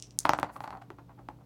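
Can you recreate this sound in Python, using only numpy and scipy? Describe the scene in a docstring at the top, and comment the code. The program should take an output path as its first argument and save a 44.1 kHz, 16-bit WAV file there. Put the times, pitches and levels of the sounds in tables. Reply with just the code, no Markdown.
"""Two plastic dice click together in a closed hand, whose cavity colours the clicks and rings on.
Thrown on a thin mat over a table, they skid, bounce with hollow knocks and tumble over their corners;
one rocks on slowly until it drops on a face. Each landing sends bending waves through the table top
and excites its low modes. A small room reflects the blows, and a faint mains hum lies under it all."""
import sys
import numpy as np
from scipy import signal
from scipy.fft import rfft, irfft
from scipy.io import wavfile

SR = 44100
rng = np.random.default_rng(int(sys.argv[2]) if len(sys.argv) > 2 else 0)


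def master_out(mix):
    """Clip the mix to full scale and print it as 16-bit PCM to the path in sys.argv[1]."""
    frames = np.transpose(np.atleast_2d(mix))
    ceiling = np.clip(frames, -1, 1)
    pcm = np.round(ceiling * 32767).astype(np.int16)
    wavfile.write(sys.argv[1], SR, pcm)


N = 63945
T = np.arange(N) / SR
KNOCK_HZ, TREBLE_HZ, TOP_HZ = 900, 1432, 16400  # nominal knock pitch, corner of its tilt, band limit

# Spectrum of a knock through the mat. Each row: frequency in Hz, level in dB.
KNOCK_SPECTRUM = [(25, -36), (70, -12), (130, -16.5), (290, -9), (440, -18), (620, -9), (900, 3.5),
                  (1350, -6), (1850, -13.5), (2700, -20.5), (4500, -30.5), (8000, -38), (16000, -53)]


def undb(db):
    """Amplitude grows tenfold for every 20 dB."""
    return 10 ** (np.asarray(db) / 20)


def decay(t, t60):
    """Damping is exponential: 60 dB are lost in t60 seconds."""
    return np.exp(-np.log(1000) * t / t60)


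def bin_hz(size):
    """Fourier bins lie SR / size apart; the lowest is held at 1 Hz for log axes."""
    return np.maximum(np.arange(size // 2 + 1) * SR / size, 1)


def curve(points, hz):
    """A spectral envelope runs straight between points on a log-frequency axis."""
    point_hz, point_db = np.array(points).T
    return np.interp(np.log(hz), np.log(point_hz), point_db)


def noise(points, size=2 ** 17):
    """Filtered white noise takes on the spectrum of its filter; rms 1."""
    x = irfft(rfft(rng.standard_normal(size)) * undb(curve(points, bin_hz(size))))[:N]
    return x / x.std()


def add(out, x, start):
    """Superposition: x adds to the sound from its start in seconds."""
    i = round(start * SR)
    out[i:i + len(x)] += x[:N - i]


def impact(points, shift, corner_hz, tilt_db, thud_db=0, ring_db=0, size=4096):
    """A blow is a minimum-phase pulse of peak 1; a harder contact tilts the treble up."""
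    hz = bin_hz(size)
    db = curve(points, hz / shift) + tilt_db * np.log2(np.hypot(1, hz / corner_hz))
    db += thud_db * np.exp(-.5 * (np.log2(hz / 335) / 0.38) ** 2)  # hollow thud around 335 Hz
    db += ring_db * np.exp(-.5 * (np.log2(hz / shift / KNOCK_HZ) / 0.15) ** 2)
    cepstrum = irfft(np.log(undb(db)))
    cepstrum[1:size // 2] *= 2  # folding onto positive time makes the pulse causal
    cepstrum[size // 2 + 1:] = 0
    x = irfft(np.exp(rfft(cepstrum)))
    return -x / np.abs(x).max()


def room(x, tail_db, size=16384):
    """Reverberation: early reflections and a diffuse tail, new at each spot, follow the direct sound."""
    # Diffuse ring of table and room. Each row: band centre in Hz, level in dB re tail_db, t60 in seconds.
    bands = [(97.3, -7, 0.9), (298.4, -12.5, 0.239), (594, 4.5, 0.13), (880, -8.5, 0.17),
             (1623, -6.5, 0.16), (3500, -7.5, 0.15), (6500, -4, 0.14), (14700, -21, .22)]
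    # Reflections from nearby surfaces. Each row: delay in seconds, level in dB.
    echoes = [(.0015, -17.5), (.0086, -29), (0.0094, -30), (0.0146, -18), (.0143, -23)]
    t, log_hz = T[:size], np.log(bin_hz(size))
    white, response = rfft(rng.standard_normal(size)), np.zeros(size)
    centres = np.log([row[0] for row in bands])
    for pick, (_, db, t60) in zip(np.eye(len(bands)), bands):
        band = irfft(white * np.interp(log_hz, centres, pick))
        envelope = decay(t, t60) * (1 - np.exp(-t / 0.0017))
        response += undb(db + tail_db) * band * envelope / np.linalg.norm(envelope)
    response[0] += 1
    for delay, db in echoes:
        response[int(delay * SR)] += undb(db)
    return signal.fftconvolve(x, response)


def clacks():
    """Brief contact of die on die gives a bright click; the hand's cavity resonates until it opens."""
    # Collisions. Each row: start in seconds, level in dB, treble tilt in dB per octave, pitch in Hz.
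    collisions = [(.0006, -35.5, 1, 6250), (0.0245, -24, -1.5, 6370), (.0695, -48.5, -3, 5300),
                  (0.1081, -38.5, -7.5, 5600), (0.1892, -5, 1, 6570), (0.2323, -40, -36, 6200),
                  (.3800, -42, 4.5, 6640), (0.398, -27.5, 20, 6760)]
    # Spectra of the click, the hand's colouring and its ring. Each row: frequency in Hz, level in dB.
    plastic = [(200, -53.5), (1600, -51), (2600, -33), (3500, -21.5), (4500, -13), (6400, -4), (7900, -6.5),
               (9600, -5.5), (12200, -20), (14500, -20.5), (16000, -25)]
    hand_colour = [(1500, 2.5), (2900, 12.5), (4500, -1.5), (5800, 1), (7000, -3.5), (10000, -6),
                   (13000, -15)]
    hand_ring = [(1200, -36.5), (3000, -10), (4600, -16), (5350, -4.5), (5800, -0.5), (6400, -9.5),
                 (9000, -17), (12000, -39)]
    click_hz, hand_opens_s = 6600, .15
    enclosed = [(f, curve(plastic, f) + curve(hand_colour, f)) for f in np.geomspace(200, TOP_HZ, 64)]
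    out = np.zeros(N)
    for start, db, tilt_db, hz in collisions:
        in_hand = start < hand_opens_s
        click = impact(enclosed if in_hand else plastic, hz / click_hz, click_hz, tilt_db)
        add(out, undb(db) * room(click, tail_db=-8.5), start)
        if in_hand:
            add(out, undb(db - 26.5) * noise(hand_ring) * decay(T, t60=0.2), start)
    return out


def room_tone():
    """The noise floor is a line spectrum of mains hum over the broadband rush of a quiet room."""
    # Tones of the hum. Each row: frequency in Hz, rms level in dB.
    tones = [(120, -57), (285, -66)]
    # Spectrum of the rush. Each row: frequency in Hz, relative level in dB.
    air = [(20, -22.5), (38, -12), (56, 6), (85, -7.5), (150, 1.5), (280, -10), (450, -13), (800, -19),
           (1600, -32), (4000, -36), (9000, -42.5), (16000, -41.5)]
    hum = sum(undb(db) * np.sqrt(2) * np.sin(2 * np.pi * (hz * T + rng.random())) for hz, db in tones)
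    return hum + undb(-57) * noise(air)


def skids():
    """Sliding friction makes faint high swishes as a die skids over hand or mat."""
    # Slides. Each row: centre in seconds, Gaussian width in seconds, level in dB.
    slides = [(0.217, 0.019, -59.5), (0.391, .008, -56), (0.539, 0.013, -61.5), (0.568, 0.0098, -62),
              (0.631, 0.021, -63), (0.727, 0.033, -73.5)]
    # Spectrum of the friction. Each row: frequency in Hz, relative level in dB.
    friction = [(2000, 2), (3400, -14), (4600, -8), (6500, -6), (10000, -2), (14000, -6), (16000, -8.5)]
    swells = sum(undb(db) * np.exp(-.5 * ((T - centre) / width) ** 2) for centre, width, db in slides)
    return noise(friction) * swells


def rolls():
    """Rolling over rounded corners is a train of tiny impacts that swells and fades."""
    # Each row: start in seconds, length in seconds, level in dB, tilt in dB per octave, taps per second.
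    runs = [(0.246, 0.025, -38, 5, 464), (0.486, 0.025, -47.5, -5.5, 336), (0.553, 0.021, -45.5, -7.5, 400),
            (.612, 0.1, -53, -2.5, 280), (0.699, 0.096, -48, -11, 150), (.812, 0.016, -49.5, 1, 494),
            (0.981, 0.026, -55, -1.5, 500), (1.082, 0.042, -57, -5, 700), (1.174, 0.033, -55, -10.5, 550),
            (1.396, .03, -65.5, -14, 440)]
    out = np.zeros(N)
    for start, length, db, tilt_db, rate in runs:
        tap_samples = np.cumsum(rng.uniform(.5, 1.5, 128)) / rate * SR
        tap_db = 4 * rng.standard_normal(128)
        n = int(length * SR)
        live = tap_samples < n
        taps = np.zeros(n)
        taps[tap_samples[live].astype(int)] = undb(tap_db[live])
        swell = np.sin(np.pi * np.arange(n) / n)
        tap = bending_waves(impact(KNOCK_SPECTRUM, 0.98, TREBLE_HZ, tilt_db, thud_db=1.0))
        roll = room(signal.fftconvolve(taps * swell, tap), tail_db=1)
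        add(out, undb(db) * roll / np.sqrt(np.sum(roll ** 2) / n + 1e-12), start)
    return out


def bending_waves(x):
    """Dispersion in the table top: the highs arrive first, so a blow becomes a quick downward chirp."""
    hz = np.arange(len(x) // 2 + 1) * SR / len(x)
    # Each face and corner of a die colours the treble by chance, in steps of 700 Hz.
    colour_db = 3 * np.interp(hz / 700, np.arange(64), rng.standard_normal(64))
    treble = hz ** 2 / (hz ** 2 + (2 * TREBLE_HZ) ** 2)
    lag_s = 0.00072  # scale of the group delay, which falls as 1 / sqrt(frequency)
    advance_s = lag_s * np.sqrt(KNOCK_HZ / TOP_HZ) / 2
    phase = 2 * np.pi * (2 * lag_s * np.sqrt(hz * KNOCK_HZ) - hz * advance_s)
    return irfft(rfft(x) * undb(colour_db * treble) * np.exp(-1j * phase))[:len(x) // 2]


def knocks():
    """Impact excitation: each landing knocks, crunches the grain of the mat and sets the table ringing."""
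    # Landings. Each row: start in seconds, level in dB, treble tilt in dB per octave,
    # hollow thud in dB, pitch in Hz, boost at that pitch in dB.
    landings = [(0.2533, -8, 0.5, 3.5, 950, 0), (.2931, -4.5, 2, 2, 901, 1), (.2957, -48, 2, 12, 940, 0),
                (0.3345, -9.5, -0.5, -2.5, 924, -2.5), (0.388, -15.5, -1, 2.5, 904, -2.5),
                (0.3991, -26.5, 5.5, 23, 833, -9), (0.4298, -11, -.5, 4, 904, 0),
                (0.4994, -36.5, -8, -27, 1000, 1), (0.5636, -32.5, -0.5, 10, 1100, 11.5),
                (0.6053, -26, 1.5, 3, 850, 4), (.6390, -30, 0.5, -19, 843, 3.5),
                (0.6425, -28, -0.5, 2.5, 924, 2.5), (0.6578, -38.5, -2, 17, 840, 5),
                (0.6764, -30.5, 0, -0.5, 890, -1), (.6791, -31.5, -1, -25, 860, 3),
                (0.7057, -29.5, 1, 0, 860, 2), (0.7263, -34, -9, -12, 1030, 1),
                (0.7302, -34, -2, 11, 1030, 6), (.7722, -41.5, 3.5, 14, 827, 9),
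                (0.8227, -42, 2, -7.5, 1050, -4), (0.9034, -29, -0.5, 19.5, 1010, -3),
                (0.986, -37, -3.5, 17.5, 910, -2), (1.1900, -44, -3.5, 20.5, 960, -9.5),
                (1.2872, -25.5, -1, 11.5, 873, 3.5), (1.3875, -51, -24.5, 16, 992, 1),
                (1.4092, -48.5, -18, 8, 838, -1)]
    # Spectrum of the mat's crunch. Each row: frequency in Hz, relative level in dB.
    grain = [(500, -9.5), (2000, -5), (4500, -4.5), (7000, -5), (10000, -10), (16000, -13)]
    out = np.zeros(N)
    for start, db, tilt_db, thud_db, hz, ring_db in landings:
        knock = bending_waves(impact(KNOCK_SPECTRUM, hz / KNOCK_HZ, TREBLE_HZ, tilt_db, thud_db, ring_db))
        n = len(knock)
        crunch = undb(-30 + 2 * tilt_db) * noise(grain, n) * np.exp(-T[:n] / 0.0014)
        add(out, undb(db) * room(knock + crunch, tail_db=-2.5), start)
        add(out, undb(db) * table_ring(), start)
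    return out


def table_ring(size=16384):
    """Free vibration of the table top is a sum of damped modes, slightly detuned at each blow."""
    # Modes. Each row: frequency in Hz, level in dB relative to the blow, t60 in seconds.
    modes = [(62, -43, .28), (125, -42.5, 0.6), (164, -28, 0.091), (300.2, -31.5, 0.22), (583, -28, 0.088),
             (858, -35.5, 0.3), (926, -40.5, 0.059)]
    t = T[:size]
    detunings = 1 + 0.016 * rng.standard_normal(len(modes))
    return sum(undb(db) * np.sin(2 * np.pi * hz * detune * t) * decay(t, t60)
               for (hz, db, t60), detune in zip(modes, detunings))


def thin_ring(tumbling):
    """Forced resonance: for part of the tumble, the blows drive one high, quickly dying mode."""
    mode_hz, start_s, end_s = 4440, 0.48, 0.80
    envelope = decay(T, t60=.005)
    mode = 2 * envelope * np.sin(2 * np.pi * mode_hz * T) / envelope.sum()
    drive = np.diff(tumbling, prepend=0) * (T > start_s) * (T < end_s)
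    return undb(8) * signal.fftconvolve(drive, mode)[:N]


def scene():
    """The pressures of all sources add linearly in one channel."""
    tumbling = knocks() + rolls()
    return (tumbling + thin_ring(tumbling) + clacks() + skids() + room_tone())[None]


def record(dry):
    """Band limiting: a gentle high-pass thins the deep bass and a steep low-pass cuts the top."""
    thinned = signal.sosfilt(signal.butter(2, 34, "high", fs=SR, output="sos"), dry)
    return signal.sosfilt(signal.ellip(8, .2, 70, TOP_HZ, fs=SR, output="sos"), thinned)


dry = scene()
out = record(dry)
master_out(out)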